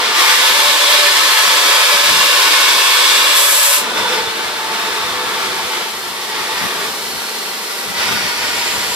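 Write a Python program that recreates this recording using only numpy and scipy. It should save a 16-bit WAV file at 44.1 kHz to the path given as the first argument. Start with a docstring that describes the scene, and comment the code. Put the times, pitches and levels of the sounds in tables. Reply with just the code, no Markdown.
"""A hiss over a roaring flame: an oxy-fuel torch cuts a steel exhaust under a car in a garage.
The turbulent oxygen jet excites the resonances of the hollows round it, turns shrill as it breaks
through, and is shut off. The heating flame roars on, on and off the pipe, while molten slag spits.
Floor and car reflect the sound to a stereo microphone two metres away; air rumbles at its left port."""
import sys
import numpy as np
from scipy import signal
from scipy.fft import rfft, irfft, next_fast_len
from scipy.io import wavfile
from scipy.ndimage import uniform_filter1d

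SR = 44100
rng = np.random.default_rng(int(sys.argv[2]) if len(sys.argv) > 2 else 0)


def store_pcm(level_fs):
    """Save levels as 16-bit WAV."""
    pcm = np.round(np.clip(level_fs, -1, 1) * 32767).astype(np.int16)
    wavfile.write(sys.argv[1], SR, np.atleast_2d(pcm).T)


N = 394693
TIME = np.arange(N) / SR
FFT_SIZE = next_fast_len(N, True)
FREQ = np.maximum(np.arange(FFT_SIZE // 2 + 1) * SR / FFT_SIZE, 1)

# Turbulence spectra: frequency_hz, density_db. Their modes: centre_hz, width_hz, lift_db (< 0: a notch)
JET_IN_CUT, JET_IN_CUT_MODES = [(60, -56), (140, -56), (232, -47), (290, -4.5), (600, -2.2), (800, -7),
                                (1100, -2), (2500, 5), (4200, 4.5), (5400, 3), (6300, -1), (8000, -2.5),
                                (10000, -6), (14300, -11.5)], [(499, 52, 10.6), (578, 28, 4.3), (720, 31, 5.4),
                                             (891.6, 65, 17.6), (1032, 86, 11), (1126, 118, 9.2),
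                                             (1287, 34, 10.7), (1490, 48, 11), (1713, 173, 9.1),
                                             (2250, 170, 4.8), (2457, 130, 3.7), (2770, 140, 4.3),
                                             (3090, 35, 3.5), (3260, 54, 4.8), (3480, 150, 5.1),
                                             (3790, 320, 2.9), (4680, 160, 3.7), (5240, 68, 3.5)]
FREE_JET, FREE_JET_MODES = [(100, -59), (1000, -55), (4500, -4), (6500, -1), (8000, 1.5), (12500, 2.5),
                            (14500, -4.5)], [(7900, 500, 4.2), (9100, 90, 4), (9600, 90, 3.3),
                                              (10440, 150, 7.2), (11000, 80, 3), (11470, 230, 4.5)]
FLAME_ON_PIPE, FLAME_ON_PIPE_MODES = [(25, -44), (60, -51), (130, -15), (220, -6.5), (600, -9.5),
                                      (800, -5.5), (1100, 0), (2500, -1.1), (4200, -3), (5400, -7),
                                      (6300, -11), (10000, -12.5), (13000, -18), (14300, -23)], [(361, 38, 10), (445, 44, 15), (497, 37, 14.5),
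                                                       (548, 38, -13), (600, 34, 8), (690, 120, 8),
                                                       (885, 43, 13.5), (1150, 140, 3.5), (1405, 80, 2.5),
                                                       (1750, 160, 3.5), (2165, 74, 1.5), (3590, 190, 4)]
FLAME_IN_AIR, FLAME_IN_AIR_MODES = [(25, -55), (60, -53), (130, -17), (220, -3), (290, -7.5), (600, -3),
                                    (800, -2), (1100, -2), (2500, -1.1), (4200, -1.9), (5400, -2.5),
                                    (6300, -7.5), (10000, -6.5), (13000, -8.5), (14300, -14)], [(362, 50, 4.2), (467, 64, 12.7), (780, 34, 2.8),
                                                      (910, 65, 7.2), (1150, 72, 4.8), (1420, 60, 3.3),
                                                      (1944, 65, 3.9), (2190, 40, 2.8), (4460, 430, 1.5)]
FLAME_IN_HOLE, FLAME_IN_HOLE_MODES = [(25, -55), (60, -53), (130, -18), (220, -8), (600, -9.5), (800, -5),
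                                      (1100, -5), (2500, 4.5), (4200, -4.5), (5400, 0), (6300, -10),
                                      (10000, -12), (13000, -31), (14300, -23)], [(358, 63, 7.5), (470, 80, 0), (555, 36, -5),
                                                       (600, 35, 11), (760, 45, 6), (930, 98, 7),
                                                       (1150, 80, -1), (1470, 82, 9.5), (1790, 100, 4),
                                                       (1940, 100, 2), (3150, 210, -0.5), (3700, 130, 5),
                                                       (4530, 200, 7)]
FLARE_SPECTRUM, FLARE_MODES = [(130, -55), (240, -29), (320, 4), (600, -6), (800, 1), (1100, 3.5),
                               (2500, 6), (4200, -1.5), (5400, 2), (6300, -6), (14300, -12)], [(490, 77, 12), (548, 36, -7), (892, 35, 15), (1100, 110, 3),
                                              (1440, 100, 3), (1870, 160, 2.5), (3650, 250, 2)]

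# Stream strength: time_s, level_db
CUT_LEVEL = [(.2, -13.5), (.5, -13.5), (.8, -13.5), (1.6, -13), (2.7, -13), (3.25, -13), (3.5, -15.5),
             (3.78, -17)]  # the jet in the steel fades as the cut opens
NOZZLE_LEVEL = [(0, -43), (4.0, -32.5), (5.7, -27), (6.1, -27), (7.0, -24), (7.9, -24.5), (8.3, -24),
                (8.5, -24.5), (8.9, -22)]  # the flame's hiss grows as the nozzle comes out from behind the pipe
# Sustained events: start_s, stop_s, level_db
PIPE_TOUCHES = [(-.2, .16, -19), (3.78, 4.25, -21), (4.25, 4.7, -22), (4.7, 5.5, -21.5), (5.5, 5.85, -22.5),
                (5.85, 6.29, -28), (6.29, 6.9, -24)]  # the flame plays on the pipe
HOLE_TOUCHES = [(7.955, 8.31, -22), (8.31, 8.38, -26), (8.38, 8.72, -22.5), (8.72, 9.2, -26.5)]  # the flame blows into the cut hole
FLARES = [(.145, .335, -18.5), (3.95, 4.21, -22.7), (4.73, 4.88, -27.5), (4.93, 5.1, -30),
          (5.37, 5.47, -25), (6.3, 6.45, -36), (6.53, 6.67, -30), (7.965, 8.14, -23), (8.4, 8.48, -28.5)]  # the steel flares up
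RUMBLE_SPANS = [(2.1, 2.2, -39), (3.92, 5.68, -43), (5.92, 7.23, -47), (7.87, 8.95, -42.5)]  # a low rumble is heard on the left
# Bell-shaped events: peak_s, level_db, sigma_s
LOW_BLIPS = [(.29, -48, 0.01), (.4, -42.5, 0.015), (.52, -41.5, 0.013), (.59, -48, .012), (.68, -40, .018),
             (.93, -49, 0.027), (1.48, -45, 0.013), (1.66, -41, 0.0073), (1.95, -44, 0.011),
             (2.06, -41, 0.019), (2.7, -47, .012), (2.76, -36, 0.011), (3.2, -42.5, 0.015),
             (3.88, -39, 0.059), (4.08, -37, 0.082)]  # faint, brief blips near 220 Hz
RUMBLE_SWELLS = [(2.15, -28.5, 0.065), (4.01, -30, .03), (4.22, -34, 0.022), (4.77, -36, 0.026),
                 (5.064, -32, 0.023), (5.24, -36, 0.017), (5.35, -39, .02), (6.07, -37, .02),
                 (6.643, -21.5, 0.022), (6.79, -33, .018), (7.16, -31, 0.03), (7.902, -27, .022),
                 (8.137, -24, 0.048), (8.258, -26, 0.019), (8.78, -27.5, 0.042)]  # short, soft swells of the rumble
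# Edges and hollows singing in the stream: start_s, stop_s, first_hz, last_hz, width_hz, relative_db
EDGE_TONES = [(-.2, 0.371, 1150, 1210, 130, -10), (.12, 0.496, 1853, 2037, 130, -13.5),
              (0.54, 1.196, 579, 595, 28, -16), (1.15, 2.696, 577.6, 568, 35, -24),
              (0.251, 1.046, 3630, 3860, 600, -10.5), (.75, 1.8, 1806, 1736, 220, -12),
              (.8, 1.496, 3760, 4350, 450, -13), (1.198, 3.107, 4740, 4700, 180, -25),
              (2.205, 3.8, 1010, 974, 110, -21), (2.6, 3.55, 3540, 3390, 240, -11),
              (2.699, 3.805, 8050, 7900, 550, -17), (3.3, 3.85, 566, 568, 45, -21.5),
              (3.75, 4.294, 1020, 910, 90, -11), (3.8, 4.304, 516, 486, 70, -8),
              (3.8, 4.456, 1480, 1444, 100, -11), (3.85, 4.35, 3520, 3540, 280, -9.5),
              (4.15, 4.9, 890, 885, 50, -15), (4.7, 5.75, 1180, 1160, 240, -12),
              (4.9, 5.703, 1413, 1370, 140, -18), (6.247, 6.9, 1820, 1845, 200, -12.5),
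              (6.25, 7.1, 445, 453, 65, -17.5), (6.25, 7.0, 874, 868, 55, -16),
              (6.45, 7.054, 1172, 1159, 110, -13.5), (6.9, 7.7, 4500, 4290, 280, -13),
              (7.0, 8.31, 2000, 1956, 90, -16), (7.45, 8.198, 4300, 4560, 260, -18),
              (7.7, 9.205, 925, 981, 85, -16), (7.5, 9.198, 1446, 1438, 75, -16),
              (8.35, 9.3, 7300, 7330, 900, -14)]
# Hard surfaces near the flame: delay_ms, reflected_share, sway_ms
SURFACES = [(.85, 0.089, 0.058), (1.5, 0.066, 0.14), (3.0, 0.11, 0.14), (5.1, 0.17, 0.069),
            (7.2, 0.17, 0.18), (10.1, 0.13, 0.091)]
# Gaps in the low roar: start_s, stop_s, cutoff_hz
THINNINGS = [(1.344, 1.43, 370), (1.752, 1.982, 350), (3.554, 3.76, 410)]

# The two microphone ports
PORT_COHERENCE = [(60, .5), (200, .8), (400, .9), (700, .88), (1300, .72), (2500, .55), (5000, .52),
                  (14000, .38)]  # frequency_hz, shared_power_fraction
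PORT_PHASE = [(600, 0), (1200, -.25), (1500, -1.0), (2200, -1.3), (2500, -2.6), (3450, 0), (4800, -1.4),
              (6000, -1.9), (11200, -2.3), (14200, -2.5)]  # frequency_hz, left_lead_rad
PORT_BALANCE = [(300, 0.74), (700, -0.25), (1100, 1.5), (2200, 0.68), (4200, -1), (8000, 0.79),
                (13000, 1.7)]  # frequency_hz, left_minus_right_db
PORT_COLOUR = [(8500, 0), (9900, -2), (11000, -0.5), (12100, -0.2), (12900, -0.5), (13900, 3)]  # frequency_hz, gain_db


def undb(db):
    """Amplitude grows tenfold for every 20 dB."""
    return 10 ** (np.asarray(db) / 20)


def across(points):
    """Interpolation of (frequency_hz, value) points on a logarithmic frequency axis."""
    hz, value = np.transpose(points)
    return np.interp(np.log(FREQ), np.log(np.maximum(hz, 1)), value)


def waveform(spectrum):
    """The inverse Fourier transform turns a spectrum into a signal."""
    return irfft(spectrum, FFT_SIZE)[..., :N]


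def filtered(x, gain):
    """Linear filtering multiplies each frequency by its gain."""
    return waveform(rfft(x, FFT_SIZE) * gain)


def unit(x):
    """Normalisation brings the mean of the channels to rms 1."""
    return x / np.std(np.atleast_2d(x).mean(axis=0))


def wander(rate_hz):
    """Twice-smoothed random steps give a slow fluctuation with a spread near 1."""
    hold = int(SR / rate_hz)
    steps = np.repeat(rng.standard_normal(N // hold + 1), hold)
    return np.sqrt(2) * uniform_filter1d(uniform_filter1d(steps, hold), hold)[:N]


def step(at_s, edge_s):
    """A raised-cosine transition from 0 to 1, centred on a moment."""
    return (1 + np.sin(np.pi * np.clip((TIME - at_s) / edge_s, -.5, .5))) / 2


def held(events, edge_s):
    """The envelope of events that rise, hold and fall."""
    return sum(undb(db) * step(start, edge_s) * (1 - step(stop, edge_s)) for start, stop, db in events)


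def swells(events):
    """The envelope of events that swell and fade as Gaussian curves."""
    return sum(undb(db) * np.exp(-np.minimum(((TIME - peak) / sigma) ** 2, 100) / 2)
               for peak, db, sigma in events)


def stereo_noise():
    """Partial coherence: each port's noise spectrum has a shared direct part and its own scattered part."""
    direct, left, right = rfft(rng.standard_normal((3, FFT_SIZE)))
    shared = np.clip(across(PORT_COHERENCE), 0, 1)
    left = np.sqrt(shared) * direct * np.exp(1j * across(PORT_PHASE)) + np.sqrt(1 - shared) * left
    right = np.sqrt(shared) * direct + np.sqrt(1 - shared) * right
    lean = undb(across(PORT_BALANCE) / 2)
    return np.array([left * lean, right / lean])


def gas_stream(spectrum, modes):
    """Resonance: broadband turbulence is lifted at the modes of the hollows it blows into."""
    lift_db = sum(lift / (1 + (2 * (FREQ - hz) / width) ** 2) for hz, width, lift in modes)
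    return unit(waveform(stereo_noise() * undb(across(spectrum) + lift_db)))


def stream_gains():
    """Flow noise follows the path of the gas: two gains for the oxygen jet, three for the flame."""
    pressed = step(at_s=0.15, edge_s=0.084)
    lever = pressed * (1 - step(at_s=3.8, edge_s=0.089))
    half_pressed = (1 - pressed) * undb(-6)
    breakthrough = step(at_s=3.355, edge_s=0.035)
    in_cut = (lever + half_pressed) * undb(np.interp(TIME, *np.transpose(CUT_LEVEL)))
    free = lever * undb(-25 + 8.5 * breakthrough)
    on_pipe = held(PIPE_TOUCHES, edge_s=0.12)
    in_air = (1 - lever) * undb(np.interp(TIME, *np.transpose(NOZZLE_LEVEL)))
    in_hole = held(HOLE_TOUCHES, edge_s=0.13)
    return np.array([in_cut, free, on_pipe, in_air, in_hole])


def edge_tones(waver_db, pitch_waver):
    """Flow sweeping over an edge or hollow sings in narrow bands that swell, glide and fade."""
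    eddies, tones = stereo_noise(), np.zeros((2, N))
    sway = 1 + pitch_waver * wander(5)
    for start, stop, first_hz, last_hz, width_hz, db in EDGE_TONES:
        band = unit(waveform(eddies / (1 + (1.38 * (FREQ - first_hz) / width_hz) ** 2) ** 2))
        on = (TIME > start) & (TIME < stop)
        progress = (TIME[on] - start) / (stop - start)
        # reading the band at a changing speed makes its pitch glide
        read_s = np.cumsum((last_hz / first_hz) ** progress * sway[on]) / SR
        swell = 2 * np.sqrt(progress * (1 - progress)) * undb(db + waver_db * wander(11)[on])
        tones[:, on] += np.array([np.interp(read_s, TIME, port) for port in band]) * swell
    return tones


def hand_drift(x, rate_hz, depth_db):
    """Amplitude modulation: as the hand moves, each octave of the hiss swells and sinks on its own."""
    octave = np.clip(np.log2(FREQ / 400), 0, 5)
    bands = (filtered(x, np.maximum(1 - abs(octave - k), 0)) for k in range(6))
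    return sum(band * undb(depth_db * wander(rate_hz)) for band in bands)


def reflections(x, sway_hz, port_skew_ms):
    """Comb filtering: echoes off floor and car interfere with the direct sound, shifting with the hand."""
    combined, skew_ms = x.copy(), port_skew_ms * wander(sway_hz)
    for delay_ms, share, sway_ms in SURFACES:
        path_ms = delay_ms + sway_ms * wander(sway_hz)
        for port, side in enumerate((1, -1)):
            lag_s = (path_ms + side * skew_ms) / 1000
            combined[port] += share * np.interp(TIME - lag_s, TIME, x[port], left=0)
    return combined


def garage(x, t60_s, wet_db):
    """Reverberation: the cluttered room adds a short, dense tail that decays exponentially."""
    t = TIME[:SR // 2]
    tail = rng.standard_normal((2, len(t))) * np.exp(-np.log(1000) * t / t60_s) * (t > .012)
    tail /= np.sqrt(np.sum(tail ** 2, axis=1, keepdims=True))
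    wet = signal.fftconvolve(x, tail, axes=1)[:, :N]
    colour = undb(across([(200, -5), (1200, -1), (4000, 2), (14000, -1)]))
    return x + undb(wet_db) * filtered(wet, colour)


def torch(flutter_db, sputter_db):
    """Superposition: jet and flame noises add, and the melting edge makes them flare and flutter."""
    streams = [(JET_IN_CUT, JET_IN_CUT_MODES), (FREE_JET, FREE_JET_MODES),
               (FLAME_ON_PIPE, FLAME_ON_PIPE_MODES), (FLAME_IN_AIR, FLAME_IN_AIR_MODES),
               (FLAME_IN_HOLE, FLAME_IN_HOLE_MODES)]
    gains, flare_gain = stream_gains(), held(FLARES, edge_s=0.044)
    flow = sum(gain * gas_stream(*stream) for gain, stream in zip(gains, streams))
    flow += flare_gain * steel_flare(roughness_db=2.2)
    strength = np.linalg.norm([*gains, flare_gain], axis=0)  # independent noises add in power
    flow += strength * edge_tones(waver_db=0.7, pitch_waver=0.0055)
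    flow = hand_drift(thin_roar(flow, edge_s=0.061), rate_hz=7, depth_db=0.3)
    flow *= undb(flutter_db * wander(21) + sputter_db * wander(60))
    flow = reflections(flow, sway_hz=1.5, port_skew_ms=0.018)
    return garage(flow, t60_s=0.19, wet_db=-8.5)


def slag(rate_hz, spread_db, level_db):
    """A Poisson process: molten drops burst in tiny ticks, louder as the gas blows harder."""
    blowing = np.linalg.norm(stream_gains(), axis=0)
    bursts = rng.random(N) < rate_hz / SR
    sizes = undb(spread_db * np.minimum(rng.exponential(size=N), 4))
    t = TIME[:SR // 200]
    crack = rng.standard_normal((2, len(t))) * np.exp(-t / 0.0014)
    ticks = signal.fftconvolve((bursts * sizes)[None], crack, axes=1)[:, :N]
    colour = undb(across([(100, -55), (2000, 4), (5000, 6), (14000, -9)]))
    return unit(filtered(ticks, colour)) * blowing * undb(level_db)


def steel_flare(roughness_db):
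    """Fast amplitude modulation is heard as roughness in the midrange rush of flaring steel."""
    return undb(roughness_db * wander(45)) * gas_stream(FLARE_SPECTRUM, FLARE_MODES)


def low_blips(centre_hz, width_hz):
    """Narrow-band noise in brief pulses is heard as faint low blips that come and go under the hiss."""
    band = waveform(stereo_noise() / (1 + (2 * (FREQ - centre_hz) / width_hz) ** 10))
    return unit(band) * swells(LOW_BLIPS)


def thin_roar(x, edge_s):
    """High-pass filtering: the low roar drops out briefly and leaves the hiss."""
    lows = sum(filtered(x, 1 / (1 + (FREQ / hz) ** 20)) * step(start, edge_s) * (1 - step(stop, edge_s))
               for start, stop, hz in THINNINGS)
    return x - lows


def port_rumble(flutter_db, level_db, right_db):
    """Low-frequency noise: a rumble comes and goes at the left port, faint at the right."""
    span_colour = undb(across([(20, -28), (45, -11), (80, 1), (140, -1), (220, -1), (400, -39)]))
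    swell_colour = undb(across([(20, -42), (60, -10), (110, -5), (200, 1.5), (290, -5.5), (500, -22.5)]))
    span_noise, swell_noise = rng.standard_normal((2, 2, N))
    envelope = undb(-80) + held(RUMBLE_SPANS, edge_s=0.062)  # almost no rumble between spans
    flutter = undb(flutter_db * np.minimum(wander(17), 1))
    sustained = unit(filtered(span_noise, span_colour)) * envelope * flutter
    brief = unit(filtered(swell_noise, swell_colour)) * swells(RUMBLE_SWELLS)
    return (sustained + brief) * undb(level_db) * np.array([[1], [undb(right_db)]])


def scene():
    """Superposition: torch and slag are heard together with faint low blips and a rumble."""
    spatter = slag(rate_hz=40, spread_db=4, level_db=-28)
    blips = low_blips(centre_hz=223, width_hz=94)
    roar = undb(-0.5) * torch(flutter_db=0.14, sputter_db=0.45)
    return roar + spatter + blips + port_rumble(flutter_db=4.5, level_db=-3.5, right_db=-23)


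def record(dry):
    """Frequency response: the ports colour the treble, and a steep low-pass filter cuts the top."""
    cutoff_hz = 14610
    return filtered(dry, undb(across(PORT_COLOUR)) / np.sqrt(1 + (FREQ / cutoff_hz) ** 1200))


dry = scene()
out = record(dry)
store_pcm(out)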